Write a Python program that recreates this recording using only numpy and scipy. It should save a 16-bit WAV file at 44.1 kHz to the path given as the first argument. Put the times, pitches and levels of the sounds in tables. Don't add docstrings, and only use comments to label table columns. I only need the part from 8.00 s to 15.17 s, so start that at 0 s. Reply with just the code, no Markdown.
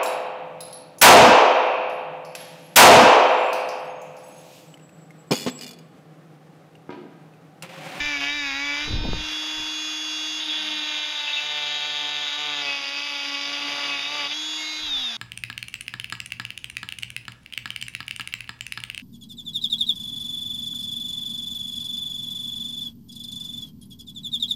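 import sys
import numpy as np
from scipy import signal
from scipy.fft import rfft, irfft, next_fast_len
from scipy.io import wavfile

SR = 44100
rng = np.random.default_rng(int(sys.argv[2]) if len(sys.argv) > 2 else 0)


def master(y):
    cut = np.clip(np.atleast_2d(y).T, -1, 1)
    pcm = np.round(cut * 32767)
    wavfile.write(sys.argv[1], SR, pcm.astype(np.int16))


N = 316189
T = np.arange(N) / SR

OFF_S = 6.842
WHINE_RISE_S, WHINE_FALL_S = 0.026, 0.052
STROKE_SMEAR, SMEAR_PER_ORDER = 0.15, 0.011

# start_s, stop_s, half_order_shift_db
SKIPS = [(0.194, 0.246, 4.5), (3.447, 4.232, 1), (4.398, 4.67, 3.5), (5.467, 6.278, -2.5)]


def gain_of(db):
    return np.exp(np.asarray(db) * np.log(10) / 20)


def evened(x):
    return x / np.sqrt(np.mean(x ** 2) + 1e-20)


def follow(rows):
    s, *columns = np.transpose(rows)
    return [np.interp(T, s, c) for c in columns]


def read(points, hz):
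    f, db = np.transpose(points)
    return gain_of(np.interp(np.log(hz + 1), np.log(f), db))


def filtered(x, response):
    size = next_fast_len(N + 4096)
    spectrum = rfft(x, size) * response(np.fft.rfftfreq(size, 1 / SR))
    return irfft(spectrum, size)[:N]


def below(x, edge_hz):
    return filtered(x, lambda hz: 1 / (1 + (hz / edge_hz) ** 12))


def wander(rate):
    return evened(np.interp(T * rate, np.arange(16384), rng.standard_normal(16384)))


def contact(start, stop, release):
    return np.clip(np.minimum((T - start) / .01, (stop - T) / release) + .5, 0, 1)


def swell(start, stop):
    rise = (np.maximum(start - T, 0) / WHINE_RISE_S) ** 2
    fall = (np.maximum(T - stop, 0) / WHINE_FALL_S) ** 2
    return np.exp(-rise - fall)


def bump(s, width):
    return np.exp(-((T - s) / width) ** 2)


def partial(turns, order):
    scatter = STROKE_SMEAR + SMEAR_PER_ORDER * order
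    return np.sqrt(2) * np.cos(2 * np.pi * (order * turns + scatter * rng.standard_normal()))


def saw(turns, load, cut, ring, jitter, skip_db, chatter_db, teeth_db):
    # time_s, grit_db
    grit_curve = [(0.13, 1), (0.21, 7.5), (0.3, 1), (0.55, 1), (0.85, -3), (3.3, 4), (3.6, -0.5), (4.6, 2),
                  (4.85, 3.5), (5.35, 0), (5.6, 6.5), (6.3, 3)]
    # time_s, half_length_s, wood_db, blade_db
    catches = [(0.19, 0.018, -10, 1), (0.227, 0.034, 5.5, 5), (0.556, 0.45, -2, -3), (4.52, 0.37, 1.5, -2),
               (4.683, 0.066, 3, 4), (5.06, 0.99, -3.5, -0.5), (5.825, 0.27, 7, -1),
               (6.022, 0.071, -7.5, -14), (6.192, 0.14, 3.5, 0), (6.293, 0.014, -26, 5),
               (6.316, 0.016, -1.5, 6)]
    knock_growth, rasp_growth, ring_growth = 2.3, 2, -0.5
    skip_waver_db = 1.5
    bounce_rate = 19
    start, stop, release, block_db, kerf_db, blade_db = cut

    stroke = turns + jitter * wander(420)
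    bites = evened(sum(partial(stroke, k) * gain_of(2.5 * np.tanh(wander(14))) for k in range(2, 27)))
    skips = evened(bites * np.cos(np.pi * stroke))
    skipping_db = skip_waver_db * wander(2.9) + sum(db * swell(first, last) for first, last, db in SKIPS)

    burst = np.exp(0.85 * np.cos(2 * np.pi * turns))
    grit = rng.standard_normal(N) * burst * gain_of(2.5 * np.tanh(wander(500)))
    grit = evened(filtered(grit, lambda hz: np.hypot(hz, 900) / np.hypot(hz, 3000)))
    tearing = gain_of(follow(grit_curve)[0])
    drive = (bites + gain_of(skip_db + skipping_db) * skips + tearing * grit) / np.hypot(1, tearing)

    sound = filtered(drive, lambda hz: read(ring, hz))
    low, mid, high = (below(sound, edge_hz) for edge_hz in (1450, 3050, 4200))
    doublings = np.log2(load)
    wood, steel = sum(np.outer(dbs, bump(s, width)) for s, width, *dbs in catches)
    block = block_db + knock_growth * doublings + wood
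    kerf = kerf_db + rasp_growth * doublings + 0.54 * wood
    blade = blade_db + ring_growth * doublings + steel
    bounces = np.cumsum(bounce_rate * np.exp(.5 * wander(25))) / SR
    chatter = chatter_db * np.sin(2 * np.pi * bounces)

    out = evened(low) * gain_of(block)
    out += evened(mid - low) * gain_of(kerf + 1.85 * chatter)
    out += evened(high - mid) * gain_of(blade + chatter)
    out += evened(sound - high) * gain_of(kerf + teeth_db + chatter)
    return out * np.sqrt(contact(start, stop, release))


def rattle(turns):
    # start_s, stop_s, resonance_hz, width_hz, level_db
    rattles = [(0.206, 0.303, 2900, 1300, -32), (2.407, 2.55, 3670, 200, -35),
               (2.717, 3.273, 3610, 300, -33), (3.27, 3.31, 2660, 220, -29.5),
               (3.328, 3.37, 3670, 300, -26), (3.366, 3.41, 2660, 216, -33), (3.62, 4.62, 3550, 810, -34.5),
               (4.62, 6.27, 2906, 1130, -36.5), (4.614, 5.56, 4720, 700, -35),
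               (4.777, 5.25, 2585, 220, -41), (5.25, 6.2, 3530, 547, -35.5),
               (5.05, 5.357, 10800, 1500, -61.5), (6.31, 6.33, 2820, 1100, -30)]
    spread_db, clump_db, clump_rate = 3, 4.5, 45
    scatter = 0.015
    strokes = np.floor(np.maximum.accumulate(turns + scatter * wander(420)))
    size_db = spread_db * np.tanh(rng.standard_normal(N)) + clump_db * np.tanh(wander(clump_rate))
    slaps = np.diff(strokes, prepend=strokes[0]) * gain_of(size_db)

    out = np.zeros(N)
    for start, stop, f, width, db in rattles:
        def resonance(hz):
            band = 1j * hz * width / (f * f - hz * hz + 1j * hz * width)
            return band ** 2 / (1 + (hz / (2 * f)) ** 6)
        out += gain_of(db) * evened(filtered(slaps, resonance)) * contact(start, stop, 0.033)
    return out


def rocking(turns):
    rock_levels = (-62.5, -58.5, -51)
    # start_s, stop_s, level_db
    drone = (2.6, 2.78, -57)
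    level = sum(gain_of(db) * swell(start, stop) for start, stop, db in SKIPS)
    halves = level * sum(gain_of(db + 1.2 * wander(25)) * partial(turns, k + .5)
                         for k, db in enumerate(rock_levels))
    start, stop, db = drone
    return halves + gain_of(db) * swell(start, stop) * partial(turns, 2 / 3)


def motor(speed, turns, shade_db, grip):
    # time_s, level_db
    hum = [(0, -42.5), (0.8, -42), (1.3, -42.5), (2.85, -45), (3.25, -59), (4.6, -51.5), (4.85, -51),
           (5.75, -44.5), (6.22, -50), (6.29, -51), (6.38, -45), (7.17, -51)]
    # pitch_hz, odd_order_level_db (before the shifts below)
    gears = [(520, -87), (700, -45), (900, -52), (1300, -55.5), (2100, -57), (2500, -43.5), (3100, -48.5),
             (3700, -37.5), (4700, -43), (5850, -55), (6600, -52), (7700, -62.5), (9400, -82), (11000, -74),
             (15000, -88)]
    # start_s, stop_s, order, level_db
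    whines = [(0.0, 0.133, 6, -40), (0.0, 0.146, 8, -29.5), (0.262, 0.438, 6, -41), (0.266, 0.417, 8, -31),
              (0.31, 0.383, 13, -32.5), (0.446, 0.567, 9, -34), (0.48, 0.59, 14, -32),
              (0.63, 0.765, 8, -31), (0.636, 0.79, 12, -33.5), (0.843, 0.93, 13, -29.5),
              (1.205, 2.353, 9, -40), (1.203, 1.28, 11, -35), (1.344, 2.373, 11, -31),
              (1.748, 2.383, 21, -41.5), (1.8, 2.8, 30, -62.5), (1.35, 2.8, 34, -69), (2.51, 2.56, 11, -31),
              (4.355, 4.503, 4, -43), (4.687, 4.75, 9, -34), (4.848, 5.2, 9, -41.5), (5.92, 6.017, 9, -35),
              (5.996, 6.11, 13, -33), (6.335, 6.54, 11, -31), (6.283, 6.4, 13, -32.5),
              (6.425, 6.603, 22, -46.5), (6.42, 6.6, 30, -61), (6.6, 6.747, 7, -37.5),
              (6.438, 6.846, 12, -34.5), (6.66, 6.878, 13, -28)]
    # resonance_hz, width_hz, boost_db
    housing = [(1750, 220, 13), (2670, 180, 7), (3610, 390, 17.5)]
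    waver_db, even_db, damped_db, jolt_db = 5.5, -3.5, -9, 4.5
    flutter, cut_flutter = 0.018, 0.2
    shake = 0.0015
    fan_blades, fan_tone_db = 21, -54.5
    coast_db = -4
    sizzle_order, sizzle_width, sizzle_db = 46, 5, 10

    hum_db, = follow(hum)
    shaken = turns + shake * grip * wander(160)
    out = gain_of(hum_db + .5 * jolt_db * grip * wander(35)) * partial(shaken, 1)
    coasting = swell(OFF_S, T[-1])
    for k in range(2, 53):
        hz = k * speed
        treble = hz > 5300
        slack_db = coast_db + sum(db * np.exp(-((hz - f) / width) ** 2) for f, width, db in housing if k < 20)
        slack_db += sizzle_db * np.exp(-((k - sizzle_order) / sizzle_width) ** 2)
        shift_db = shade_db * treble + even_db * (k % 2 == 0) * (1 + 2 * coasting)
        shift_db += damped_db * grip + slack_db * coasting
        level = read(gears, hz) * gain_of(waver_db * np.tanh(wander(7)) + shift_db)
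        if k == fan_blades:
            level = np.hypot(level, gain_of(fan_tone_db + shade_db))
        sung = [gain_of(db) * swell(start, stop) for start, stop, order, db in whines if round(order) == k]
        if sung:
            whine = sum(sung) * gain_of(jolt_db * grip * np.tanh(wander(35)))
            flicker = 1 + (flutter + cut_flutter * grip) * wander(110)
            level = np.hypot(level, whine) * flicker
        out += level * partial(shaken, k)
    return out


def fan(turns, shade_db, rattle_depth=0.2, knock_depth=0.2):
    # pitch_hz, relative_level_db_per_hz
    rush_colour = [(100, -18.5), (300, -16), (700, -5), (1600, -0.5), (2200, -0.5), (3600, 5.5),
                   (4500, 5.5), (4900, 4.5), (5400, -5.5), (6700, -9.5), (7700, -25), (9400, -22.5),
                   (12000, -25.5), (15000, -40)]
    # time_s, level_db
    rush_curve = [(0, -32.5), (0.55, -44.5), (0.85, -31), (1.06, -38), (1.28, -30.5), (1.8, -34),
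                  (2.7, -33.5), (3.2, -35), (5.25, -36), (5.7, -32.5), (6.4, -34.5), (7.17, -35.5)]
    throb = 1 + rattle_depth * np.cos(4 * np.pi * turns) + knock_depth * np.cos(8 * np.pi * turns)
    noise = rng.standard_normal(N) * throb * gain_of(1.1 * wander(240))
    rush_db, = follow(rush_curve)
    rush = evened(filtered(noise, lambda hz: read(rush_colour, hz))) * gain_of(rush_db)
    dull = below(rush, 5500)
    return dull + (rush - dull) * gain_of(shade_db)


def draught():
    # start_s, stop_s, level_db
    gusts = [(0, 0.057, -39), (0.05, 0.85, -52.5), (0.933, 0.95, -19.5), (0.955, 1.015, -24),
             (1.025, 1.097, -27), (1.093, 1.153, -22.5), (1.174, 1.16, -24.5), (1.606, 1.6, -44),
             (6.84, 7, -48)]
    # pitch_hz, relative_level_db_per_hz
    buffet = [(15, 0.5), (40, 2.5), (100, -8), (200, -10.5), (400, -17), (900, -26.5), (2000, -54),
              (5000, -64)]
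    rise, fall = 259, 221
    pop_s, pop_db, pop_length_s = 1.1326, -10.5, 0.00033

    slopes_db = [db - rise * np.maximum(start - T, 0) - fall * np.maximum(T - stop, 0)
                 for start, stop, db in gusts]
    level_db = np.max(slopes_db, axis=0)
    eddies = evened(filtered(rng.standard_normal(N), lambda hz: read(buffet, hz)))
    bass = below(eddies, 160)
    fine = eddies - bass
    force = np.clip(gain_of((level_db + 8.0) * 0.29), 0, 1)
    out = (2 * np.tanh(bass / 2) + fine * force * gain_of(6.2 * wander(90))) * gain_of(level_db)
    u = np.maximum(T - pop_s, 0) / pop_length_s
    return out - gain_of(pop_db) * u * np.exp(1 - u) * (1 - u / 3)


def scene():
    # time_s, strokes_per_s
    speed_curve = [(0.0, 292.1), (0.08, 295.4), (0.21, 279.5), (0.36, 295.1), (0.52, 272.0), (0.65, 286.5),
                   (0.76, 288.6), (0.91, 306.0), (1.6, 309.0), (2.4, 309.0), (2.78, 304.0), (2.98, 297.3),
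                   (3.11, 300.5), (3.28, 293.5), (3.49, 297.1), (4.3, 293.2), (4.44, 297.5), (4.68, 284.0),
                   (4.87, 279.0), (5.06, 289.2), (5.17, 284.0), (5.37, 282.3), (5.58, 287.2), (5.87, 286.0),
                   (6.0, 281.0), (6.16, 295.5), (6.26, 283.0), (6.37, 305.0), (6.47, 310.0), (6.84, 308.1)]
    # start_s, stop_s, easing_off_s, block_knock_db, kerf_rasp_db, blade_ring_db
    passes = [(-0.05, 0.86, 0.087, -41, -33, -34.5), (2.4, 4.62, 0.021, -42.5, -34, -31.5),
              (4.62, 6.335, 0.0082, -41.5, -33.5, -38.5)]
    # pitch_hz, relative_level_db_per_hz
    ring_side = [(150, -62), (580, -12.5), (850, -9.5), (1450, -5), (1720, 1), (2020, 2), (2420, 5),
                 (3080, -9.5), (3550, -7.5), (4900, -20.5), (5500, -32), (6700, -30), (7700, -44),
                 (15000, -50)]
    ring_plunge = [(150, -46), (750, 5), (1200, -4), (2100, -2.5), (2650, 1), (3200, 1.5), (3550, 5.5),
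                   (3850, 5.5), (4700, -11.5), (5800, -50), (6700, -15.5), (7700, -40), (15000, -52)]
    ring_deep = [(60, -25), (200, -9.5), (850, -7.5), (1150, -3), (1700, -10), (2250, 1), (2600, 3.5),
                 (3100, 3), (3550, 13), (4750, 6), (5500, -13.5), (6800, -16), (7700, -25), (10500, -26.5),
                 (15000, -47)]
    free_speed, full_sag = 310, 20
    coast_s = 0.955
    wobble_hz, wobble_rate = 1.0, 16
    treble_db, treble_loaded_db = 2.5, -1.5
    swing_s, swing_width_s, swing_shade_db = 1.04, 0.15, -11.5

    side, plunge, deep = passes
    powered, = follow(speed_curve)
    speed = powered * np.exp(-np.maximum(T - OFF_S, 0) / coast_s)
    speed += wobble_hz * wander(wobble_rate) * contact(*plunge[:3])
    turns = np.cumsum(speed) / SR
    load = np.maximum(free_speed - powered, 1) / full_sag
    grip = 0.6 * contact(*side[:3]) + contact(*plunge[:3]) + contact(*deep[:3])
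    shade_db = treble_db + treble_loaded_db * load + swing_shade_db * bump(swing_s, swing_width_s)

    out = saw(turns, load, side, ring_side, jitter=0.003, skip_db=-11.5, chatter_db=0.2, teeth_db=-4.0)
    out += saw(turns, load, plunge, ring_plunge, jitter=0.0026, skip_db=-14, chatter_db=0.83, teeth_db=2.0)
    out += saw(turns, load, deep, ring_deep, jitter=0.0073, skip_db=-15.5, chatter_db=0.8, teeth_db=-1.0)
    out += rattle(turns) + rocking(turns)
    out += motor(speed, turns, shade_db, grip) + fan(turns, shade_db)
    return (out + draught())[None]


def record(dry):
    # pitch_hz, width_hz
    nulls = [(4210, 570), (7900, 790), (8770, 210), (12600, 210)]
    edge_hz = 15300

    def port(hz):
        return np.prod([abs(hz - f) / np.hypot(hz - f, width) for f, width in nulls], axis=0)

    fade = np.clip(np.minimum(T, T[-1] - T) / .003, 0, 1)
    heard = filtered(dry[0] * fade, port)
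    band_limit = signal.firwin(801, edge_hz, window=("kaiser", 9), fs=SR)
    return signal.oaconvolve(heard, band_limit, "same")[None]


dry = scene()
out = record(dry)
master(out)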